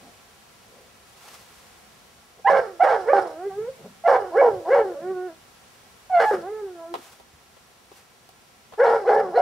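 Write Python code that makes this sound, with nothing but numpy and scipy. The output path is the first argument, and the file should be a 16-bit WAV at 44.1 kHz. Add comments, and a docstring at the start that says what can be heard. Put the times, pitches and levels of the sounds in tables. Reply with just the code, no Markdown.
"""Large dog barking in a closed car

Close by, the microphone just outside the rear window: eleven angry barks in four bursts, on quiet outdoor air.
Pulsing vocal folds and turbulent breath pass the throat and the ringing cabin: each bark is a clear yelp
that breaks into a hoarse roar and dies away; a thin whine closes each of the first three bursts.
Filtered noise makes the body thumps, knocks, claw squeaks and rustles; sines make the camera's faint motor."""
import sys
import numpy as np
from scipy import signal
from scipy.fft import rfft, irfft, next_fast_len
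from scipy.io import wavfile
from scipy.ndimage import uniform_filter1d, map_coordinates

SR = 44100
rng = np.random.default_rng(int(sys.argv[2]) if len(sys.argv) > 2 else 0)


def to_wav(s):
    """Save 16-bit WAV."""
    ch = np.atleast_2d(s).T  # columns
    pcm = np.round(np.clip(ch, -1, 1) * 32767)  # PCM
    wavfile.write(sys.argv[1], SR, pcm.astype(np.int16))


N = 414981
TIME = np.arange(N) / SR  # s, one per sample
CLOCK = np.arange(0, N / SR, .001)  # s, the coarser steps on which the voice is controlled

# Spectrum of the still outdoor air: pitch_hz, level_db
AIR_TONE = [(15, -48), (25, -17.5), (59, -3.5), (122, -4.5), (140, -6), (227, -3), (305, -7), (368, -6),
            (598, -5.5), (741, -4.5), (1200, -6.5), (1300, -8), (1850, -9), (5730, -14.5), (15500, -20.5)]
# Slow course of the air's level: start_s, level_db
AIR_LEVEL = [(0, -50.5), (.6, -51.5), (2.2, -52), (5.8, -51), (7.5, -53.5), (9.4, -54.5)]
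# Left-right likeness of the air and the knocks: pitch_hz, likeness (1 = identical)
AIR_ALIKE = [(60, 0.77), (150, 0.6), (380, 0.57), (950, 0.25), (2380, 0.25), (5980, 0.042), (15000, 0.03)]
# Hum and whistle of the camera motor, before a common trim: pitch_hz, level_db
MOTOR_TONES = [(118.4, -80), (716.0, -76), (1351, -73), (4867, -84.5), (5701, -64.5), (6298, -91)]
# The dog shifts its weight: centre_s, half_length_s, level_db, pitch_hz
THUMPS = [(.06, 0.061, -53, 218), (.06, 0.097, -53.5, 600), (.78, .14, -55.5, 525),
          (2.39, 0.032, -50.5, 523), (2.54, 0.098, -47, 175), (6.39, 0.062, -47.5, 210),
          (3.6, 0.15, -52, 152), (3.81, 0.033, -46, 488), (3.86, .022, -38.5, 508),
          (3.86, 0.081, -48.5, 189), (4.55, 0.061, -46, 110), (5.08, .12, -50, 192),
          (6.973, 0.046, -45, 338), (7.345, 0.016, -52, 109.4), (8.92, 0.098, -54, 208.1),
          (9.23, .12, -46, 200.4)]
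# Soft rustles: centre_s, half_length_s, level_db
RUSTLES = [(1.088, 0.041, -57.5), (1.296, .18, -46), (1.571, .2, -55), (6.29, 0.14, -47),
           (7.063, 0.15, -47.5), (7.971, 0.071, -51)]
# Spectrum of the rustles: pitch_hz, level_db
RUSTLE_TONE = [(180, -42.5), (300, -11.5), (384, -8.5), (590, -6.5), (731, -3.5), (1180, -3.5),
               (1440, -6.5), (5660, -10.5), (15500, -16.5)]

# Throat and mouth as heard through the glass: pitch_hz, level_db
THROAT = [(150, -22.5), (240, -10), (330, -7.5), (400, -2), (480, 4), (630, 3.5), (780, -1.5), (880, 3),
          (1000, -9.5), (1150, -8.5), (1400, -7), (1750, -12), (2150, -21.5), (2500, -29.5), (2800, -33.5),
          (3200, -33), (4400, -41), (6000, -43), (11000, -63), (15000, -82.5)]
# A clear tone passes partly through the nose, hollowed near 900 Hz and again near 1.4 kHz: pitch_hz, level_db
NOSE = [(780, -4), (900, -12.5), (1030, -2.5), (1380, -9.5), (1500, -2.5), (1820, -3.5), (2100, 1),
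        (2450, -3), (2800, 0.5), (3400, -2.5), (5000, 0.5)]
# Air hissing past the teeth: pitch_hz, level_db
TEETH_HISS = [(2000, -26.5), (3000, -7.5), (3700, -9.5), (4200, -4.5), (4600, -7.5), (5000, -0.5),
              (5500, -1.5), (6300, -14), (11000, -13.5), (14000, -37)]
# Dying of the reflections in the cabin: pitch_hz, t60_s
CABIN_DECAY = [(200, 0.15), (550, 0.41), (2000, 0.08), (6000, 0.47), (12000, 0.2)]
# Ringing of the cabin's air and glass, before a common trim: pitch_hz, width_hz, level_db
CABIN_MODES = [(491, 11, -9.5), (561, 9, 3.5), (744, 9.7, -3), (792, 31, 10.5), (881, 21, -1.5),
               (913, 20, -6.5), (1360, 28, -10.5), (1693, 6, 5.5), (2040, 7.7, 2.5), (2230, 16, 6),
               (2920, 8.3, 15.5), (3400, 11, 8.5), (4293, 30, 12.5)]
# Edges between the chest, throat and mouth ranges: edge_hz
BAND_EDGES = [610, 1150]

# A clear yelp that breaks into a roar: start_s, attack_s, yelp_length_s, roar_length_s,
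# yelp_first_hz, yelp_last_hz, roar_first_hz, roar_last_hz,
# yelp_db, roar_chest_db, roar_throat_db, roar_mouth_db (roar levels are at the break),
# break_roughness (0-1), end_roughness (0-1), tail_fade_db_per_s (on top of the closing jaw), left_right_db
BARKS = [(2.447, 0.023, 0.049, .106, 785, 1045, 579.5, 525, -9.5, -18, -18.5, -25, 0.76, 0.43, 121, -3.5),
         (2.796, .012, .038, 0.13, 671.4, 764, 654.7, 411.9, -14, -21.5, -15.5, -25.5, 0.88, 0.63, 93, -3),
         (3.051, 0.039, 0.078, .066, 419.7, 611.6, 405.1, 384.6, -17.5, -20, -15.5, -28, 0.78, 0.76, 85, -3),
         (4.039, 0.025, .036, .094, 675.7, 705.5, 572, 485, -15.5, -17, -15, -26.5, 0.63, 0.7, 94, -2),
         (4.321, 0.057, .092, .076, 324.4, 558.4, 521.7, 446.7, -15, -14.5, -17.5, -34.5, .75, 0.4, 110.5, -1.5),
         (4.652, 0.076, .096, .068, 325.2, 551, 516.2, 439.1, -14, -15.5, -20, -31.5, .9, 0.24, 80.5, 0),
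         (6.097, 0.055, 0.1, .057, 746.3, 684.5, 471, 455, -15, -23, -18, -23, 0.91, 0.6, 196, -1.5),
         (6.247, .006, 0.064, .042, 862.5, 845.5, 429.8, 366.9, -18.5, -21, -29.5, -31.5, 0.61, .45, 142, 0),
         (8.777, .024, .064, 0.13, 422, 560, 451.3, 463.2, -15, -17.5, -17.5, -27.5, .55, .6, 99, 0.5),
         (9.041, 0.043, .052, .119, 331.9, 507.5, 419.9, 432.3, -16, -17.5, -16, -29.5, 0.66, 0.42, 80, -0.03),
         (9.32, 0.044, 0.054, 0.2, 321.7, 480, 696.4, 753.7, -18.5, -19, -15, -32, 0.54, 0.56, 95, -0.5)]
# Swell over the attack, for chest, throat and mouth; the mouth rises from furthest down: rise_db
ATTACK_DB = [24.5, 18.5, 26]
# Dimming by the closing jaw, for chest, throat and mouth: rate_db_per_s
CLOSING_DB_PER_S = [12, 43.5, 36]
# A clear tone is loudest where its low harmonics fall: pitch_hz, chest_db, throat_db, mouth_db
YELP_BALANCE = [(320, -5.5, -0.5, -18), (399, 0.5, -2, -14.5), (476.9, 1.5, -11, -11),
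                (617, 1.5, -14.5, -12), (650, -33, 1.5, -14), (850, -24.5, 0, -13), (1040, -23, -1, -14.5)]
# A yelp rattles until the folds are taut: pitch_hz, added_roughness (0-1)
SLACK_ROUGH = [(320, .22), (450, 0.21), (540, 0)]
# The highest yelps weaken all overtones but the first: pitch_hz, level_db
FALSETTO = [(770, 0), (880, -11.5)]
# One list per whine, closing each of the first three bursts: time_s, pitch_hz, fundamental_db, overtones_db
WHINES = [
    [(3.35, 301.9, -42, -44), (3.426, 373.5, -39, -35.5), (3.468, 410.2, -25, -49),
     (3.484, 397.7, -26, -61), (3.512, 379.4, -43.5, -36), (3.554, 398.6, -41, -45.5),
     (3.59, 417.3, -23.5, -53), (3.668, 479.7, -35.5, -49.5), (3.692, 529.5, -26.5, -59),
     (3.71, 528.9, -39, -77)],
    [(4.93, 275.1, -34, -44.5), (4.96, 283.1, -36.5, -48.5), (4.99, 303.1, -28.5, -58.5),
     (5.008, 328.5, -42.5, -42), (5.052, 360.9, -32, -39.5), (5.11, 382.2, -25.5, -40),
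     (5.152, 364.3, -34, -45), (5.168, 364.3, -29.5, -40), (5.27, 367.3, -32, -42),
     (5.3, 325.2, -42, -42.5)],
    [(6.43, 335.5, -40, -38.5), (6.48, 395.4, -35, -34.5), (6.524, 432.2, -29, -53),
     (6.598, 430.3, -34, -41.5), (6.646, 398.9, -29, -60), (6.684, 373.5, -37.5, -46),
     (6.73, 354.6, -40.5, -58.5), (6.8, 330.6, -47.5, -40), (6.858, 332.8, -54.5, -36),
     (6.925, 345.4, -34.5, -55.5)],
]
# Rattle of a whine: pitch_hz, roughness (0-1)
WHINE_ROUGH = [(290, 0), (320, 0.01), (380, 0)]
# Each bark's lunge rocks the car: delay_s, half_length_s, level_db, pitch_hz
LUNGE = [(.14, .13, -57, 170), (0.164, .16, -61.5, 65.7)]

# Knocks of claws, jaws and the dog guard: start_s, peak_db, treble_db (relative, before a common trim)
KNOCKS = [(6.94, -20, -28), (6.952, -27, -24), (7.199, -39, -13), (7.568, -42, -19), (7.917, -41, -22),
          (8.29, -46, 2), (8.723, -37, -23), (8.737, -36, -26)]
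# Spectrum of a knock's dull body: pitch_hz, level_db
KNOCK_TONE = [(150, -54), (250, -14), (356, -2), (914, 3), (1140, -5.5), (1570, -23.5), (1980, -14.5),
              (2270, -19), (3340, -14.5), (5930, -32), (14000, -35.5)]
# Claws squeak on the trim: centre_s, half_length_s, level_db, pitch_hz
SQUEAKS = [(9.085, 0.042, -58, 4220), (9.372, 0.029, -46, 4243)]

GLIDE_SHARE, GLIDE_LAG = .85, 2.8  # part of the yelp its glide takes; a higher power holds the first pitch longer
YELP_ROUGH, STRAIN_ROUGH = 0.017, 0.19  # base roughness 0-1 of a yelp, and its rise just before the break
STRAIN_S = 0.016  # time constant of that rise
RELEASE_DB, RELEASE_S = 7, 0.0047  # the push ends in a quick drop before the tail
REST_HZ, TAIL_ROUGH = 297.1, .42  # pitch and roughness 0-1 toward which a spent bark settles
SETTLE_S = .1  # time constant of that settling
NOISE_SHARE = .6  # breath's share of the voice's power at full roughness
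WHINE_MOUTH_DB = -13  # mouth range against the mean of the two lower ranges
WHINE_FADE_DB_PER_S = 340.5  # rise and fall outside a whine's ends
DRUM_HZ, TOP_HZ = 299.7, 15750  # camera's motor speed and band limit


def amp(db):
    """Decibels to gain."""
    return np.exp(np.asarray(db) * (np.log(10) / 20))


def unit(x):
    """Scaled to rms 1."""
    return x / np.sqrt(np.mean(x ** 2) + 1e-20)


def steady(x, size=1100):
    """Scaled to rms 1 from moment to moment; size in samples."""
    power = uniform_filter1d(uniform_filter1d(x ** 2, size), size)
    return x / np.sqrt(np.abs(power) + 1e-12)


def along(points, hz):
    """Values at hz from (Hz, value) points on a log axis."""
    f, v = np.transpose(points)
    return np.interp(np.log(hz + 1), np.log(f + 1), v)


def curves(rows):
    """One value per sample for each column after the time."""
    s, *cols = np.transpose(rows)
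    return [np.interp(TIME, s, c) for c in cols]


def wobble(rate):
    """A smooth random curve, rate knots a second."""
    coarse = TIME[::8]
    knots = rng.standard_normal(int(N * rate / SR) + 4)
    return np.interp(TIME, coarse, map_coordinates(knots, [coarse * rate]))


def swell(s, length, t):
    """A bell-shaped rise and fall around time s, down by 17 dB at length s to either side."""
    return np.exp(-2 * np.minimum(np.abs(t - s) / length, 10) ** 2)


def coloured(x, gain):
    """x through the causal minimum-phase filter that has this gain over frequency."""
    m = 2 * next_fast_len(N // 2 + 8192)
    log_gain = np.log(np.maximum(gain(np.fft.rfftfreq(m, 1 / SR)), 1e-6))
    cepstrum = irfft(log_gain, m)
    # folding the cepstrum forward in time makes the filter causal
    cepstrum[1:m // 2] *= 2
    cepstrum[m // 2 + 1:] = 0
    return irfft(rfft(x, m) * np.exp(rfft(cepstrum)), m)[..., :N]


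def rush(spectrum, alike):
    """Stereo noise of rms 1 with a spectrum and a left-right likeness."""
    m = next_fast_len(N)
    hz = np.fft.rfftfreq(m, 1 / SR)
    turn = np.arccos(np.clip(along(alike, hz), -1, 1)) / 2
    noise = rfft(rng.standard_normal((2, m))) * amp(along(spectrum, hz))
    mid, side = irfft(noise * [np.cos(turn), np.sin(turn)], m)[:, :N]
    return unit(np.array([mid + side, mid - side]))


def echoes(x, decay, channels):
    """Dense reflections; each frequency dies at its own speed."""
    hz, t, z = signal.stft(rng.standard_normal((channels, SR // 2)), SR, nperseg=256)
    fading = amp(-60 * t / along(decay, hz)[:, None])
    tail = signal.istft(z * fading, SR, nperseg=256)[1]
    return signal.fftconvolve(np.atleast_2d(x), tail / np.linalg.norm(tail[0]), axes=1)[:, :N]


def outdoor_air(drift_db=-0.5):
    """Still air: wide, slowly drifting noise."""
    level = curves(AIR_LEVEL)[0] + drift_db * wobble(2.9)
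    return amp(level) * rush(AIR_TONE, AIR_ALIKE)


def motor(trim_db=-1, waver_rad=.5):
    """The camera's own faint hum and whistle: steady sines whose phases waver together."""
    drift = waver_rad * wobble(3.1)
    return sum(amp(db + trim_db) * np.sqrt(2) * np.sin(2 * np.pi * hz * TIME + drift)
               for hz, db in MOTOR_TONES)


def rubs(table, width, order=2):
    """Each push of the moving dog excites one resonance of the floor or trim: a short swell of band noise."""
    out = np.zeros(N)
    for s, length, db, hz in table:
        near = np.flatnonzero(np.abs(TIME - s) < 2 * length)
        band = [hz / (1 + width), hz * (1 + width)]
        panel = signal.butter(order, band, "band", fs=SR, output="sos")
        noise = unit(signal.sosfilt(panel, rng.standard_normal(SR)))
        out[near] += amp(db) * swell(s, length, TIME[near]) * noise[-len(near):]
    return out


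def thumps():
    """The dog's shifting weight sounds low resonances of the car's body."""
    return rubs(THUMPS, width=0.28)


def rustles(crinkle_db=2.0):
    """Soft strokes of noise with a crinkling level."""
    strokes = sum(amp(db) * swell(s, length, TIME) for s, length, db in RUSTLES)
    return strokes * amp(crinkle_db * wobble(70)) * rush(RUSTLE_TONE, [(500, 1.0), (5000, 0.43)])


def bark(start, attack, yelp, roar, first_hz, last_hz, roar_hz, end_hz, yelp_db, chest_db, throat_db,
         mouth_db, rough, end_rough, fade, pan_db):
    """Pitch, roughness, balance and range levels of one bark: gliding yelp, sudden break, sliding roar, tail."""
    age = CLOCK - start
    broken = np.maximum(age - yelp, 0)  # s since the break
    spent = np.maximum(broken - roar, 0)  # s since the roar's end
    # the yelp swells, glides and strains
    progress = np.clip(age / (GLIDE_SHARE * yelp), 0, 1)
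    glide = first_hz + (last_hz - first_hz) * np.sin(np.pi / 2 * progress) ** GLIDE_LAG
    tension = STRAIN_ROUGH * np.exp(np.minimum(age - yelp, 0) / STRAIN_S)
    strain = YELP_ROUGH + along(SLACK_ROUGH, glide) + tension
    attack_left = np.clip(1 - age / attack, 0, 1)
    hz, *balance = np.transpose(YELP_BALANCE)
    yelp_levels = [yelp_db - rise * attack_left + np.interp(glide, hz, db)
                   for db, rise in zip(balance, ATTACK_DB)]

    # the roar slides from its first to its last value; once it is spent the folds settle
    def settling(first, last, rest):
        return rest + (np.interp(broken, [0, roar], [first, last]) - rest) * np.exp(-spent / SETTLE_S)

    release = RELEASE_DB * np.minimum(spent / RELEASE_S, 1) + fade * spent
    roar_levels = [db - closing * broken - release
                   for db, closing in zip([chest_db, throat_db, mouth_db], CLOSING_DB_PER_S)]
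    pitch = np.where(age < yelp, glide, settling(roar_hz, end_hz, REST_HZ))
    roughness = np.where(age < yelp, strain, settling(rough, end_rough, TAIL_ROUGH))
    levels = np.where(age < 0, -200, np.where(age < yelp, yelp_levels, roar_levels))
    return [pitch, roughness, np.full(len(CLOCK), pan_db), *levels]


def whine(rows, pan_db=-1.6):
    """The same controls for a thin, nearly clean whine, its fundamental in the chest range."""
    s, *cols = np.transpose(rows)
    pitch, low, overtones = (np.interp(CLOCK, s, c) for c in cols)
    fade = WHINE_FADE_DB_PER_S * np.abs(CLOCK - np.clip(CLOCK, s[0], s[-1]))
    mouth = (low + overtones) / 2 + WHINE_MOUTH_DB
    pan = np.full(len(CLOCK), pan_db)
    return [pitch, along(WHINE_ROUGH, pitch), pan, low - fade, overtones - fade, mouth - fade]


def voicing():
    """One throat makes all the cries: at each moment the strongest one takes it over."""
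    cries = np.array([bark(*row) for row in BARKS] + [whine(rows) for rows in WHINES])
    strongest = cries[:, 3:].max(axis=1).argmax(axis=0)
    controls = cries[strongest, :, np.arange(len(CLOCK))]
    return curves(np.column_stack([CLOCK, controls]))


def larynx(pitch, rough, jitter=0.05443, tremor=0.0058, shimmer_db=5, flap_db=3, tilt_db=-2, flutter_db=3,
           doubling=0.3, edge_hz=460, corner=4.45, count=11):
    """Regular fold pulses turn into uneven growling pulses and breath as roughness rises."""
    rough = np.clip(rough, .001, 1)
    unsteady = 1 + (tremor + jitter * rough) * wobble(200)
    phase = 2 * np.pi * np.cumsum(pitch * unsteady) / SR
    # the overtones flutter quickly and irregularly in level
    flutter = flutter_db * wobble(25)
    falsetto = along(FALSETTO, pitch)
    pulses = np.cos(phase)
    for k in range(2, count + 1):
        # the folds close softly, so that only the first few overtones are strong
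        closure = 1 / np.sqrt(1 + (k / corner) ** 8)
        # each overtone takes the flutter from another half second
        level = tilt_db * np.log2(k) + (k > 2) * falsetto + np.roll(flutter, k * SR // 2)
        pulses = pulses + amp(level) * closure * np.cos(k * phase)
    # alternate strong and weak cycles add a growl an octave below
    growl = 1 + doubling * np.sqrt(rough) * np.cos(phase / 2 + wobble(90))
    pulses = pulses * growl * amp(shimmer_db * rough ** 0.62 * wobble(340))
    # air bursts through once a cycle, in puffs of uneven size
    puffs = rng.standard_normal(N) * (1 + np.cos(phase)) * amp(flap_db * wobble(380))
    puffs = signal.sosfilt(signal.butter(4, edge_hz, "high", fs=SR, output="sos"), puffs)
    clear = coloured(pulses, lambda hz: amp(along(THROAT, hz) + along(NOSE, hz)))
    hoarse = coloured(puffs, lambda hz: amp(along(THROAT, hz)))
    share = np.clip(NOISE_SHARE * rough ** 1.5, 0, 1)
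    return np.sqrt(1 - share) * steady(clear) + np.sqrt(share) * steady(hoarse)


def cabin(x, ring_db=-1, echo_db=-11):
    """The closed car adds its ringing modes and a short wash of reflections."""
    m = next_fast_len(N + SR // 2)
    f = np.fft.rfftfreq(m, 1 / SR)
    ring = sum(amp(db) * 1j * f * width / (hz * hz - f * f + 1j * f * width)
               for hz, width, db in CABIN_MODES)
    ringing = irfft(rfft(x, m) * ring, m)[:N]
    return x + amp(ring_db) * ringing + amp(echo_db) * echoes(x, CABIN_DECAY, channels=1)[0]


def registers(x):
    """The chest, throat and mouth ranges of the voice, each held at rms 1."""
    m = next_fast_len(N + 4096)
    hz = np.fft.rfftfreq(m, 1 / SR)
    below_first, below_second = (1 / (1 + (hz / edge) ** 36) for edge in BAND_EDGES)
    bands = np.array([below_first, below_second - below_first, 1 - below_second])
    return steady(irfft(rfft(x, m) * bands, m)[:, :N], size=800)


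def dog(rasp_db=-38, rasp_growth=0.43, spit_db=3.0, unrest_db=1.5):
    """The jaw shifts the voice between chest, throat and mouth; hoarse pushes surge and hiss past the teeth."""
    pitch, rough, pan_db, *levels = voicing()
    rough, pan_db = uniform_filter1d(np.array([rough, pan_db]), size=330, axis=1)
    surges = unrest_db * rough * np.array([wobble(55) for _ in levels])
    gains = np.abs(uniform_filter1d(amp(levels + surges), size=200, axis=1))
    cry = np.sum(gains * registers(cabin(larynx(pitch, rough))), axis=0)
    panned = cry * amp(np.array([pan_db, -pan_db]) / 2)
    # the hiss grows with the mouth's level and the roughness
    hiss = amp(rasp_db + spit_db * wobble(80)) * gains[-1] ** rasp_growth * np.sqrt(np.abs(rough))
    return panned + hiss * rush(TEETH_HISS, [(3000, .6), (9000, 0.47)])


def lunges():
    """The dog throws itself into every bark, and the car's body answers with low resonances."""
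    pushes = [(start + delay, length, db, hz)
              for start, *_ in BARKS for delay, length, db, hz in LUNGE]
    return rubs(pushes, width=0.59)


def knocks(t60=0.045, snap_db=1, snap_t60=0.022):
    """Short dull knocks, each a decaying noise with a thin, faster snap on top; t60 in s."""
    body, snap = np.zeros(N), np.zeros(N)
    for s, db, treble_db in KNOCKS:
        age = np.maximum(TIME - s, 0)
        body += (age > 0) * amp(db - 60 * age / t60)
        snap += (age > 0) * amp(db + treble_db - 60 * age / snap_t60)
    snap_tone = [(1000, -25), (3500, -10), (13000, -9)]  # Hz, dB
    return body * rush(KNOCK_TONE, AIR_ALIKE) + amp(snap_db) * snap * rush(snap_tone, AIR_ALIKE)


def squeaks():
    """Claws on the trim excite narrow high resonances."""
    return rubs(SQUEAKS, width=0.058)


def scene(yard_db=-21, scatter_db=10):
    """The cries and knocks scatter off the car and the trees, least in the bass; the other sounds stay dry."""
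    car = dog() + knocks()
    scatter_tone = [(500, 0.5), (1500, 19.0), (5000, scatter_db)]  # Hz, dB
    scattered = coloured(echoes(car, CABIN_DECAY, channels=2), lambda hz: amp(along(scatter_tone, hz)))
    body = thumps() + lunges() + squeaks()
    return car + amp(yard_db) * scattered + body + outdoor_air() + rustles() + motor()


def record(dry, depth=0.79, notch_hz=14, top_db=-4):
    """The camera notches multiples of its motor speed, softens the top octave and cuts above its band limit."""
    def microphone(hz):
        off = (hz + DRUM_HZ / 2) % DRUM_HZ - DRUM_HZ / 2  # distance to the nearest multiple
        notches = 1 - np.clip(depth, 0, .95) / (1 + (off / notch_hz) ** 2)
        return notches * amp(along([(11000, 0), (15500, top_db)], hz))

    m = next_fast_len(N + 4096)
    kept = np.fft.rfftfreq(m, 1 / SR) < TOP_HZ
    return irfft(rfft(coloured(dry, microphone), m) * kept, m)[:, :N]


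dry = scene()
out = record(dry)
to_wav(out)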